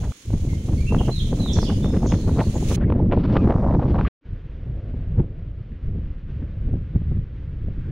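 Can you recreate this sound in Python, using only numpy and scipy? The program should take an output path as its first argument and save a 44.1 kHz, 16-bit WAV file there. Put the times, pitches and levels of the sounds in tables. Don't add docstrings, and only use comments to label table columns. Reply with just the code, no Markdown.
import sys
import numpy as np
from scipy import signal
from scipy.fft import rfft, irfft, next_fast_len
from scipy.io import wavfile
from scipy.ndimage import uniform_filter1d

SR = 44100
rng = np.random.default_rng(int(sys.argv[2]) if len(sys.argv) > 2 else 0)


def to_wav(sig):
    pcm = np.clip(np.atleast_2d(sig), -1, 1) * 32767
    pcm = np.round(pcm).astype(np.int16)
    wavfile.write(sys.argv[1], SR, pcm.T)


N = 348831
TIME = np.arange(N) / SR


# frequency in Hz, relative level in dB.
STRONG_RUMBLE = [(8, -39.5), (18, -1), (30, -4.5), (60, -2), (95, 1.5), (160, -5.5), (230, -19.5),
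                 (400, -43), (900, -96), (16000, -120)]
SOFT_RUMBLE = [(8, -32.5), (18, 2), (35, 4), (65, 2.5), (115, -2), (160, -11.5), (230, -29), (400, -70),
               (900, -87)]
CHURN_COLOUR = [(80, -17.5), (140, -2), (200, 5), (300, -2.5), (420, -11), (600, -21.5), (1000, -53.5),
                (2500, -86.5), (16000, -110)]
TEAR_COLOUR = [(200, -24.5), (450, 12.5), (700, 6.5), (1000, -1.5), (1400, -13), (2000, -16.5),
               (3500, -40.5), (6000, -56.5), (9000, -80.5)]
HISS_COLOUR = [(600, 5.5), (1300, 3), (1800, -6.5), (2500, -6), (3300, -9.5), (4400, -14), (6000, -28),
               (8000, -48.5), (10000, -52.5), (16000, -72)]
# time in seconds, boost in dB.
FACING = [(0, 7.5), (.8, -10), (2.2, -2), (3.25, -8), (3.55, -1), (4.085, -7), (4.25, 2), (7.91, -14)]
# time in seconds, level in dB.
HISS_LEVEL = [(2.76, -44), (2.87, -80), (3.1, -56), (3.14, -39.5), (3.3, -44.5), (3.37, -41.5), (3.57, -60),
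              (3.9, -44.5), (4.085, -44)]

def wind(churn_db=-1.62, tear_db=-16, strong_db=-28, tear_growth=1.3):
    sway = wander(22)
    buffet = wind_level(1) * from_db(.7 * sway)
    churn = wind_level(2) * from_db(1.25 * sway)
    bursts = np.minimum(unit(wander(150) + 1.5 * wander(45)), 2.1)
    strength = np.clip(uniform_filter1d(buffet, SR // 2) / from_db(-17), 0, 1)
    rumble = np.sqrt(strength) * noise(STRONG_RUMBLE) + np.sqrt(1 - strength) * noise(SOFT_RUMBLE)
    deep = from_db(1) * buffet * steadied(rumble * from_db(3 * wander(60)), .04)
    body = from_db(churn_db) * churn * steadied(noise(CHURN_COLOUR) * from_db(3 * bursts), .033)
    tearing = from_db(strong_db + tear_db + follow(FACING)) * (churn / from_db(strong_db)) ** tear_growth
    fine = tearing * steadied(noise(TEAR_COLOUR) * from_db(6 * bursts), .29)
    hiss = level(HISS_LEVEL) * unit(noise(HISS_COLOUR) * from_db(4 * bursts))
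    return deep + body + fine + hiss


# time in seconds, rumble in dB, churning in dB.
WIND_STRETCHES = [
    [(0, -26, -32.5), (.121, -21, -36.5)],
    [(0.25, -39, -38.5), (0.27, -30, -44), (0.33, -21.5, -29), (0.42, -19, -31.5), (0.49, -19, -28),
     (0.65, -25, -30.5), (0.72, -20, -23), (0.89, -20, -36), (0.91, -19.5, -24), (1.11, -24, -28),
     (1.18, -21.5, -39), (1.32, -22.5, -23.5), (2.49, -21, -24), (2.51, -25.5, -30), (2.68, -20.5, -24),
     (3.5, -20, -19), (4.04, -18, -22), (4.08, -22.5, -32)],
    [(4.25, -37, -50), (4.29, -35, -56), (4.88, -29.5, -40.5), (5.15, -26, -43), (5.19, -21, -26),
     (5.27, -30.5, -41), (5.65, -32.5, -54), (5.95, -24.5, -34), (6.21, -31, -48), (6.31, -28.5, -61),
     (6.44, -28.5, -33.5), (6.49, -32.5, -69), (6.69, -20.5, -30.5), (6.88, -31.5, -49), (7.19, -20, -45),
     (7.27, -34, -51), (7.8, -24.5, -37.5), (7.91, -26.5, -37)],
]
# middle in seconds, half length in seconds, change in dB.
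SURGES = [(.405, 0.024, -6), (0.492, 0.033, -1.5), (0.628, 0.023, -7), (0.793, 0.024, 1),
          (0.881, 0.013, -9.5), (.92, .03, 2), (0.995, 0.023, 3.5), (1.161, 0.011, -5), (1.26, 0.016, 1),
          (1.39, 0.018, -1), (1.462, 0.033, -2), (1.65, .015, 1.5), (1.722, 0.023, 2), (2.005, .014, -5.5),
          (2.225, 0.018, -3.5), (2.262, .02, 2.5), (2.328, 0.017, 3), (2.35, 0.0076, -3),
          (2.449, .014, -6.5), (2.485, 0.015, 4.5), (2.523, .018, -6.5), (2.6, .04, -0.5),
          (2.857, 0.015, 5), (2.962, 0.019, 0.5), (3.063, 0.047, 1.5), (3.14, 0.012, -6), (3.268, 0.024, 2),
          (3.277, 0.0087, -3), (3.408, 0.024, 2), (3.534, 0.04, -7), (3.597, 0.0099, -4), (3.693, 0.023, 1),
          (3.749, 0.022, 1), (3.824, 0.022, -5.5), (3.885, 0.014, -1.5), (4.33, .03, 8),
          (4.405, 0.02, -3.5), (4.705, 0.063, 5), (4.82, 0.012, -8), (5.138, 0.046, 3), (5.35, 0.034, -4.5),
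          (5.678, 0.025, -7.5), (5.786, 0.02, -11.5), (5.88, 0.018, 3.5), (6.22, .025, -5.5),
          (6.376, 0.021, 1), (6.934, 0.011, -1), (7.088, 0.022, 3), (7.313, 0.035, -0.5),
          (7.532, 0.018, 1.5), (7.668, 0.044, 2.5), (7.741, 0.016, -10.5), (7.844, 0.025, -6)]

def wind_level(column):
    surge_db = sum(db * bump(middle, width) for middle, width, db in SURGES)
    return sum(level(rows, column) for rows in WIND_STRETCHES) * from_db(surge_db)


# time in seconds, length in seconds, then thump, slap and crack levels in dB.
BIG_GUSTS = [(0.044, 0.017, -42, -34.5, -43), (0.122, 0.0016, -26, -22.5, -30),
             (0.305, 0.0019, -18, -32, -50), (0.34, 0.0049, -9, -40, -48), (0.491, 0.0025, -21, -51, -66),
             (0.534, 0.0027, -26, -33, -66), (0.69, 0.0066, -18, -32, -52),
             (0.735, 0.0047, -12.5, -30.5, -52), (0.925, 0.00073, -5.5, -13, -53),
             (0.947, 0.003, -38, -13.5, -31), (0.966, 0.0049, -7.5, -30, -42),
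             (1.014, 0.0035, -14, -17, -46), (1.085, 0.0038, -9.5, -22.5, -38),
             (1.095, 0.0053, -14.5, -19.5, -40), (1.33, 0.0064, -12, -24, -49),
             (1.407, 0.0015, -15, -48, -66), (1.463, 0.0023, -30, -23, -37), (1.57, 0.012, -14.5, -29, -40),
             (1.588, 0.0034, -7.5, -24.5, -32.5), (1.63, 0.0024, -19.5, -23, -38),
             (1.702, 0.005, -15.5, -22.5, -34), (1.845, 0.0018, -14, -21.5, -32),
             (1.861, 0.0044, -27, -24.5, -47), (1.945, 0.013, -12, -30.5, -38),
             (1.968, 0.011, -10.5, -29, -40), (2.032, 0.0042, -14.5, -24, -56),
             (2.061, 0.0031, -6, -24.5, -38), (2.125, 0.0013, -4.5, -7.5, -29),
             (2.143, 0.014, -8.5, -31, -37), (2.294, 0.0023, -10.5, -20, -51),
             (2.376, 0.0035, -16, -23, -55), (2.393, 0.0053, -10, -19, -30),
             (2.407, 0.0098, -9, -19.5, -27.5), (2.413, 0.0048, -18, -16, -45),
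             (2.562, 0.016, -20, -23.5, -104), (2.628, 0.0014, -15, -24.5, -63),
             (2.716, 0.016, -17.5, -24, -41), (2.824, 0.029, -34, -41, -43),
             (2.902, 0.0021, -14.5, -20, -32.5), (2.924, 0.0011, -8, -14, -34),
             (3.002, 0.004, -23, -19.5, -61), (3.115, 0.0023, -28, -29, -33),
             (3.126, 0.0075, -18, -20, -29), (3.131, 0.0084, -19.5, -21.5, -35),
             (3.137, 0.0016, -17.5, -15, -43), (3.176, 0.0017, -17, -12, -53),
             (3.357, 0.0027, -29, -13, -35), (3.368, 0.0019, -14, -8.5, -18), (3.459, 0.0011, -7, -23, -38),
             (3.476, 0.0035, -2.5, -21, -35), (3.5, 0.0036, -26.5, -16, -38),
             (3.507, 0.0028, -16, -13.5, -30), (3.524, 0.0033, -24.5, -17, -36),
             (3.542, 0.0027, -28, -16.5, -39), (3.559, 0.0029, -4.5, -28, -52),
             (3.584, 0.0018, -20.5, -17.5, -41.5), (3.628, 0.0017, -22, -19, -46),
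             (3.645, 0.0034, -18.5, -17.5, -45), (3.665, 0.0032, -18.5, -17.5, -44.5),
             (3.709, 0.0033, -15, -17.5, -47), (3.749, 0.02, -14.5, -26, -50.5),
             (3.769, 0.0031, -14, -25.5, -56), (3.827, 0.019, -28, -24.5, -44),
             (3.855, 0.0026, -24.5, -20, -57.5), (3.957, 0.0081, -29, -20, -41.5),
             (3.992, 0.012, -32.5, -18.5, -40), (4.012, 0.0019, -16, -26, -29),
             (4.051, 0.0028, -10.5, -44.5, -33), (4.073, 0.019, -22.5, -37.5, -30.5),
             (4.327, 0.0036, -33, -68, -73), (4.468, 0.0034, -40, -67, -79),
             (4.943, 0.0047, -16.5, -38, -70), (5.198, 0.0034, -6.5, -30.5, -45.5),
             (5.203, 0.0019, 3.5, -24, -47.5), (5.72, 0.0053, -21, -68, -52),
             (5.984, 0.0085, -20, -58, -66), (6.427, .006, -15.5, -55, -50), (6.685, 0.0021, -19, -59, -74),
             (6.74, 0.0027, -11, -31, -66), (6.757, 0.0023, -12.5, -37, -74),
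             (6.96, 0.0034, -2, -33.5, -56), (7.019, 0.0034, -17, -43, -68),
             (7.119, 0.0079, -17.5, -40.5, -67), (7.174, 0.0028, -5, -47, -70),
             (7.686, 0.0044, -19, -38, -62)]
# frequency in Hz, relative level in dB.
GUST_COLOUR = [(50, 0.5), (170, -7), (330, -6), (620, -6.5), (1000, -12), (1800, -8), (3300, -20),
               (5000, -42), (9000, -63.5)]
# low edge in Hz, high edge in Hz, length multiplier.
GUST_BANDS = [(60, 633, 1.77), (374, 1310, 1.28), (1190, 8300, 0.9)]
# time in seconds, top of the thump in Hz, top of the slap in Hz.
GUST_TOPS = [(4.085, 253.5, 990), (4.25, 201, 845), (6.4, 214, 720)]

def gusts(hits, gain_db=-3):
    out = np.zeros(N)
    t = (np.arange(4096) - 2048) / SR
    hz = np.fft.rfftfreq(len(t), 1 / SR) + 1
    shape_db = colour_db(GUST_COLOUR, hz)
    top_times, *tops = np.transpose(GUST_TOPS)
    taper = signal.windows.tukey(len(t), .5)
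    thump_bins = np.sum((hz > 100) & (hz < 400))
    for when, length, thump_db, slap_db, crack_db in hits:
        thump_hz, slap_hz = (np.interp(when, top_times, top) for top in tops)
        corners_hz = [thump_hz, 2.35 * thump_hz, slap_hz, 1730]
        hit_db = np.interp(hz, corners_hz, [thump_db, slap_db, slap_db, crack_db])
        colour = from_db(gain_db + shape_db + hit_db)
        for low_hz, high_hz, stretch in GUST_BANDS:
            band = colour / np.sqrt((1 + (low_hz / hz) ** 8) * (1 + (hz / high_hz) ** 8))
            width = length * stretch
            spectrum = rfft(rng.standard_normal(len(t)) * np.exp(-2 * (t / width) ** 2))
            spectrum /= np.sqrt(abs(spectrum) + 1e-9)
            puff = taper * irfft(band * spectrum)
            energy = width * SR * np.sum(band ** 2) / thump_bins
            add(out, when + t[0], puff * np.sqrt(energy / np.sum(puff ** 2)))
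    return out


def small_gusts(per_s=22, typical_s=.0025, spread_db=4, strong_db=-23, growth=1.4):
    churn, facing = wind_level(2), follow(FACING)
    rows = []
    for slot, (offset, size, span) in enumerate(rng.random((int(N / SR * per_s), 3))):
        when = (slot + offset) / per_s
        at = int(when * SR)
        if churn[at] > 0:
            db = 20 * np.log10(churn[at]) + spread_db * (2 * size - 1)
            sharp_db = min(strong_db + growth * (db - strong_db) + facing[at], -16)
            rows.append((when, typical_s * (.5 + span), db + 3, sharp_db - 10, sharp_db - 29))
    return rows


# frequency in Hz, relative level in dB.
WAKE_COLOUR = [(30, -15.5), (70, -5), (125, 1), (200, -10.5), (400, -22.5), (900, -62.5), (3000, -115)]

def wakes(rise_s=.013, fall_s=.014, low_db=-12, high_db=-13, full_drag_s=.0049):
    t = np.arange(-SR // 8, SR // 4) / SR
    shape = np.exp(np.minimum(t / rise_s, -t / fall_s))
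    low, high = np.zeros((2, N))
    for when, length, thump_db, slap_db, _ in BIG_GUSTS:
        drag = min(length / full_drag_s, 1) * shape
        add(low, when + t[0], from_db(thump_db + low_db) * drag)
        add(high, when + t[0], from_db(slap_db + high_db) * drag)
    ragged = unit(noise(TEAR_COLOUR) * from_db(5 * wander(220)))
    return low * steadied(noise(WAKE_COLOUR), .13) + high * ragged


# time in seconds, level in dB.
RIP_LEVEL = [(3.44, -42), (3.5, -39), (3.55, -36), (3.6, -42), (3.64, -41), (3.72, -30), (3.82, -39.5),
             (3.88, -50), (3.97, -33), (4.08, -62)]
# frequency in Hz, relative level in dB.
RIP_COLOUR = [(250, -19), (500, 5), (800, 12), (1200, -1), (1700, -12), (2500, -35), (4000, -28.5),
              (8000, -70.5)]

def rip(per_s=95, spread_db=4, pop_s=.006):
    pops = rng.random(N) < per_s / SR
    sizes = from_db(spread_db * np.minimum(rng.exponential(1, N), 2))
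    swell = signal.oaconvolve(pops * sizes, np.hanning(int(pop_s * SR)), "same")
    return level(RIP_LEVEL) * steadied(noise(RIP_COLOUR) * swell, .056)


# start in seconds, relative level in dB, length of the jump in seconds.
SNAPS = [(0.921, -23, 0.00038), (1.589, -16.5, 0.00029), (2.121, -16.5, 0.00015), (2.295, -30, 0.00028),
         (2.627, -30, 0.00044), (2.924, -23.5, .00016), (3.1232, -16.5, 0.00015), (3.1745, -25, 0.00033),
         (3.371, -16, .00014), (3.458, -27, 0.00027), (3.5065, -29, 0.00022), (3.518, -24, 0.00024),
         (3.582, -33, .0003), (3.664, -29, 0.00038), (3.72, -29, 0.00052), (3.769, -28.5, 0.00049),
         (3.8525, -29.5, .0004), (3.989, -23, 0.00019), (4.0115, -14, 0.00022)]

def snaps(sharpness=.46, gain_db=6):
    out = np.zeros(N)
    for start, db, length in SNAPS:
        age = np.arange(256) / SR / length
        jump = (1 - age) * np.exp(-age)
        lowpass = signal.butter(5, min(sharpness / length, 4000), fs=SR, output="sos")
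        add(out, start, from_db(gain_db + db) * signal.sosfilt(lowpass, jump))
    return out


def knock(start=2.414, hz=890, db=-22, ring_s=.059):
    out, t = np.zeros(N), np.arange(SR // 8) / SR
    add(out, start, from_db(db - 60 * t / ring_s) * np.sin(2 * np.pi * hz * t))
    return out


# time in seconds, relative level in dB.
RUSH_LEVEL = [(0, -59.5), (.7, -60), (1.25, -56), (1.64, -56.5), (1.9, -59.5), (2.4, -58.5), (2.66, -52),
              (2.7, -44.5), (2.75, -46)]
# frequency in Hz, then the left and right relative levels in dB.
PORT_COLOURS = [(101.4, -30, -48), (700, -34.5, -8.5), (1100, -9, -5.5), (1630, -13, -5), (2300, -5, -1),
                (3380, -9.5, 3), (3820, -6.5, -1.5), (4250, -11.5, 3), (4600, -11.5, -2.5),
                (6120, -23, 3.5), (6600, -24, 6), (7230, -29, -0.5), (7800, -15.5, -2), (8700, -7, -23.5),
                (10770, -10.5, -22.5), (13000, -23, -13.5), (15150, -39, -15.5), (15900, -47, -4)]

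def rush(left_db=6.5, right_db=12):
    ports = np.asarray(PORT_COLOURS)
    left = from_db(left_db) * noise(ports[:, [0, 1]])
    right = from_db(right_db) * noise(ports[:, [0, 2]])
    return np.array([left, right]) * from_db(follow(RUSH_LEVEL) + 1.16 * wander(100) + .23 * wander(18))


# start and length in seconds, first, middle and last pitch in Hz, level in dB, roughness.
BIRD_NOTES = [(.485, 0.041, 2190, 2110, 2120, -51.5, 0.17), (.572, 0.025, 3130, 3110, 3130, -56, .2),
              (.77, 0.045, 4470, 4400, 4360, -58, 0.27), (.772, 0.073, 2105, 2306, 2280, -53.5, 0.23),
              (.866, 0.042, 2550, 2730, 2600, -40, 0.11), (.982, 0.024, 3410, 3000, 2780, -40.5, 0.23),
              (1.11, 0.039, 3930, 4170, 3800, -40.5, 0.12), (1.152, .036, 3864, 3850, 3670, -41.5, 0.19),
              (1.188, 0.022, 3750, 3370, 3040, -37, .15), (1.396, 0.059, 4000, 3970, 3770, -41.5, 0.13),
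              (1.47, 0.035, 3880, 3530, 3190, -36, 0.22), (1.52, 0.032, 5510, 6240, 6500, -50, 1.1),
              (1.55, 0.033, 4330, 4270, 4160, -45.5, 0.3), (1.55, 0.022, 3490, 3490, 3400, -43.5, 0),
              (1.602, 0.047, 5440, 5100, 4200, -41.5, 0.55), (1.648, 0.046, 3655, 3106, 2730, -43.5, 0.46),
              (1.825, 0.031, 3580, 3530, 3670, -44, 0.1), (1.885, 0.053, 3800, 3600, 3720, -61, .04),
              (1.825, 0.17, 5470, 5280, 5100, -61, 0.3), (2.06, 0.033, 6570, 6530, 6430, -45, 0.37),
              (2.065, 0.051, 5360, 5280, 4880, -51.5, 1.22), (2.075, 0.045, 3360, 3320, 3300, -51, 0.73),
              (2.129, 0.12, 4410, 4290, 4170, -59, 0.46), (2.3, 0.18, 4090, 4140, 4240, -60, 0.65),
              (2.54, 0.034, 6650, 6800, 7200, -48, 0.24)]

def bird(echo_s=.47):
    song = whistles(BIRD_NOTES)
    t = np.arange(SR // 2) / SR
    scatter = rng.standard_normal((2, len(t))) * from_db(-60 * t / echo_s) * np.minimum(t / .0013, 1)
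    echo = signal.fftconvolve(song[None], scatter / np.linalg.norm(scatter[0]), axes=1)[:, :N]
    return song * from_db([[-4], [-1]]) + echo * from_db([[-1.5], [5.5]])


# start and length in seconds, first, middle and last pitch in Hz, level in dB, roughness.
FAINT_WHISTLES = [(2.807, 0.048, 1400, 1545, 1800, -50.5, 0.93), (2.811, 0.086, 2160, 2180, 2080, -62, 0.5),
                  (3.373, 0.039, 1270, 1186, 1245, -42, 0.64), (3.376, 0.066, 2590, 2470, 2490, -55.5, .45),
                  (4.049, 0.011, 1170, 1146, 1226, -29.5, 0.5)]

def faint_whistles():
    return whistles(FAINT_WHISTLES)


# time in seconds, level in dB.
TYRE_STRETCHES = [
    [(0, -57.5), (2.7, -46.5), (4.085, -64.5)],
    [(4.21, -72), (4.26, -49.5), (5.1, -49), (5.4, -52.5), (6.45, -48.5), (7.4, -50), (7.91, -49.5)],
]
ROAR_LEVEL = [(4.25, -68), (4.55, -58.5), (4.75, -50.5), (5.1, -51.5), (5.4, -56), (6.2, -71), (6.5, -54.5),
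              (6.9, -63), (7.91, -66.5)]
# frequency in Hz, relative level in dB.
TYRE_COLOUR = [(100, 1), (300, 4), (520, -4.5), (700, -16), (900, -15.5), (1600, -14), (2200, -17),
               (3100, -21), (4500, -31.5), (6500, -42.5), (8000, -54), (15000, -78)]
ROAR_COLOUR = [(150, -26.5), (380, 4.5), (520, 6.5), (700, -0.5), (900, -24.5), (1500, -37), (5000, -81.5)]

def road(flutter_db=1):
    tyres = sum(level(rows) for rows in TYRE_STRETCHES) * noise(TYRE_COLOUR)
    roar = level(ROAR_LEVEL) * noise(ROAR_COLOUR)
    return (tyres + roar) * from_db(flutter_db * wander(30))


# middle in seconds, half length in seconds, level in dB.
SWISHES = [(6.46, 0.055, -70), (7.853, 0.13, -59)]
# frequency in Hz, relative level in dB.
SWISH_COLOUR = [(500, -12), (1500, 6.5), (3000, -8), (5000, -22), (9000, -33), (16000, -55)]

def swishes():
    swell = sum(from_db(db) * bump(middle, width) for middle, width, db in SWISHES)
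    return swell * noise(SWISH_COLOUR)


# time in seconds, relative level in dB.
RINGING_LEVEL = [(0, -57), (.5, -68), (.8, -64), (1.4, -60.5), (1.9, -65), (2.7, -69)]
# frequency in Hz, relative level in dB.
RINGING_COLOUR = [(3100, -49.5), (3400, -2), (3700, -29), (4120, -4), (4500, -34.5), (6000, -29.5),
                  (6550, 5), (7200, -31), (9000, -60)]

def ringing(left_db=-5, right_db=3):
    return level(RINGING_LEVEL) * noise(RINGING_COLOUR) * from_db([[left_db], [right_db]])


# time in seconds, level in dB.
SHEEN_LEVEL = [(3.32, -64), (3.35, -65.5), (3.6, -66), (4.085, -73)]
# frequency in Hz, relative level in dB.
SHEEN_COLOUR = [(3000, 2.5), (5500, 5.5), (8300, -6.5), (9500, -18.5), (12000, -37.5), (16000, -54.5)]

def sheen():
    return level(SHEEN_LEVEL) * noise(SHEEN_COLOUR)


def dropout_tick(db=-30, fade_s=.0001):
    out = np.zeros(N)
    add(out, WIND_STRETCHES[0][-1][0], from_db(db) * np.exp(-np.arange(64) / SR / fade_s))
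    return out


def whistles(notes, rasp=.11, rasp_db=6, swell_db=1, attack_s=.0035, release_s=.0053):
    shake, tremble = wander(1100), wander(500)
    out = np.zeros(N)
    for start, length, *pitches, db, rough in notes:
        t = np.arange(0, length, 1 / SR)
        at = round(start * SR) + np.arange(len(t))
        progress = t / length
        hz = np.polyval(np.polyfit([0, .5, 1], pitches, 2), progress)
        turns = np.cumsum(hz * (1 + rasp * rough * shake[at])) / SR
        envelope = np.clip(np.minimum(t / attack_s, (length - t) / release_s), 0, 1)
        tone = np.sqrt(2) * np.sin(2 * np.pi * turns) * envelope
        add(out, start, tone * from_db(db + swell_db * progress + rasp_db * rough * tremble[at]))
    return out


def from_db(db):
    return np.exp(np.asarray(db) * (np.log(10) / 20))


def unit(x):
    return x / np.sqrt(np.mean(x ** 2) + 1e-20)


def follow(rows, column=1):
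    rows = np.asarray(rows)
    return np.interp(TIME, rows[:, 0], rows[:, column])


def during(start, end):
    return np.clip(np.minimum(TIME - start, end - TIME) / .002, 0, 1)


def bump(middle, width):
    return np.exp(-((TIME - middle) / width) ** 2)


def level(rows, column=1):
    return from_db(follow(rows, column)) * during(rows[0][0], rows[-1][0])


def add(mix, seconds, sound):
    start = round(seconds * SR)
    sound = sound[max(-start, 0):]
    part = mix[max(start, 0):][:len(sound)]
    part += sound[:len(part)]


def colour_db(colour, hz):
    points_hz, db = np.transpose(colour)
    return np.interp(np.log(hz), np.log(points_hz), db)


def noise(colour):
    size = next_fast_len(N, True)
    gain = from_db(colour_db(colour, np.fft.rfftfreq(size, 1 / SR) + 1))
    return unit(irfft(rfft(rng.standard_normal(size)) * gain, size)[:N])


def wander(per_s):
    knots = rng.standard_normal(N // 8)
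    return unit(np.interp(TIME * per_s, np.arange(len(knots)), knots))


def steadied(x, seconds):
    size = max(int(seconds * SR), 8)
    power = uniform_filter1d(uniform_filter1d(x ** 2, size), size)
    return x / np.sqrt(abs(power) + 1e-9)


def scene(stereo_end_s=2.762):
    wide = (rush() + ringing() + bird()) * during(0, stereo_end_s)
    blowing = sum(during(rows[0][0], rows[-1][0] + .002) for rows in WIND_STRETCHES)
    air = wind() + rip()
    hits = (gusts(BIG_GUSTS + small_gusts()) + wakes()) * blowing + snaps() + knock()
    return air + hits + sheen() + road() + swishes() + faint_whistles() + dropout_tick() + wide


def record(dry, ceiling=.58, top_hz=15800):
    rounded = dry / (1 + (dry / ceiling) ** 6) ** (1 / 6)
    lowpass = signal.firwin(511, top_hz, window=("kaiser", 9), fs=SR)
    return signal.oaconvolve(rounded, lowpass[None], "same")


dry = scene()
out = record(dry)
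to_wav(out)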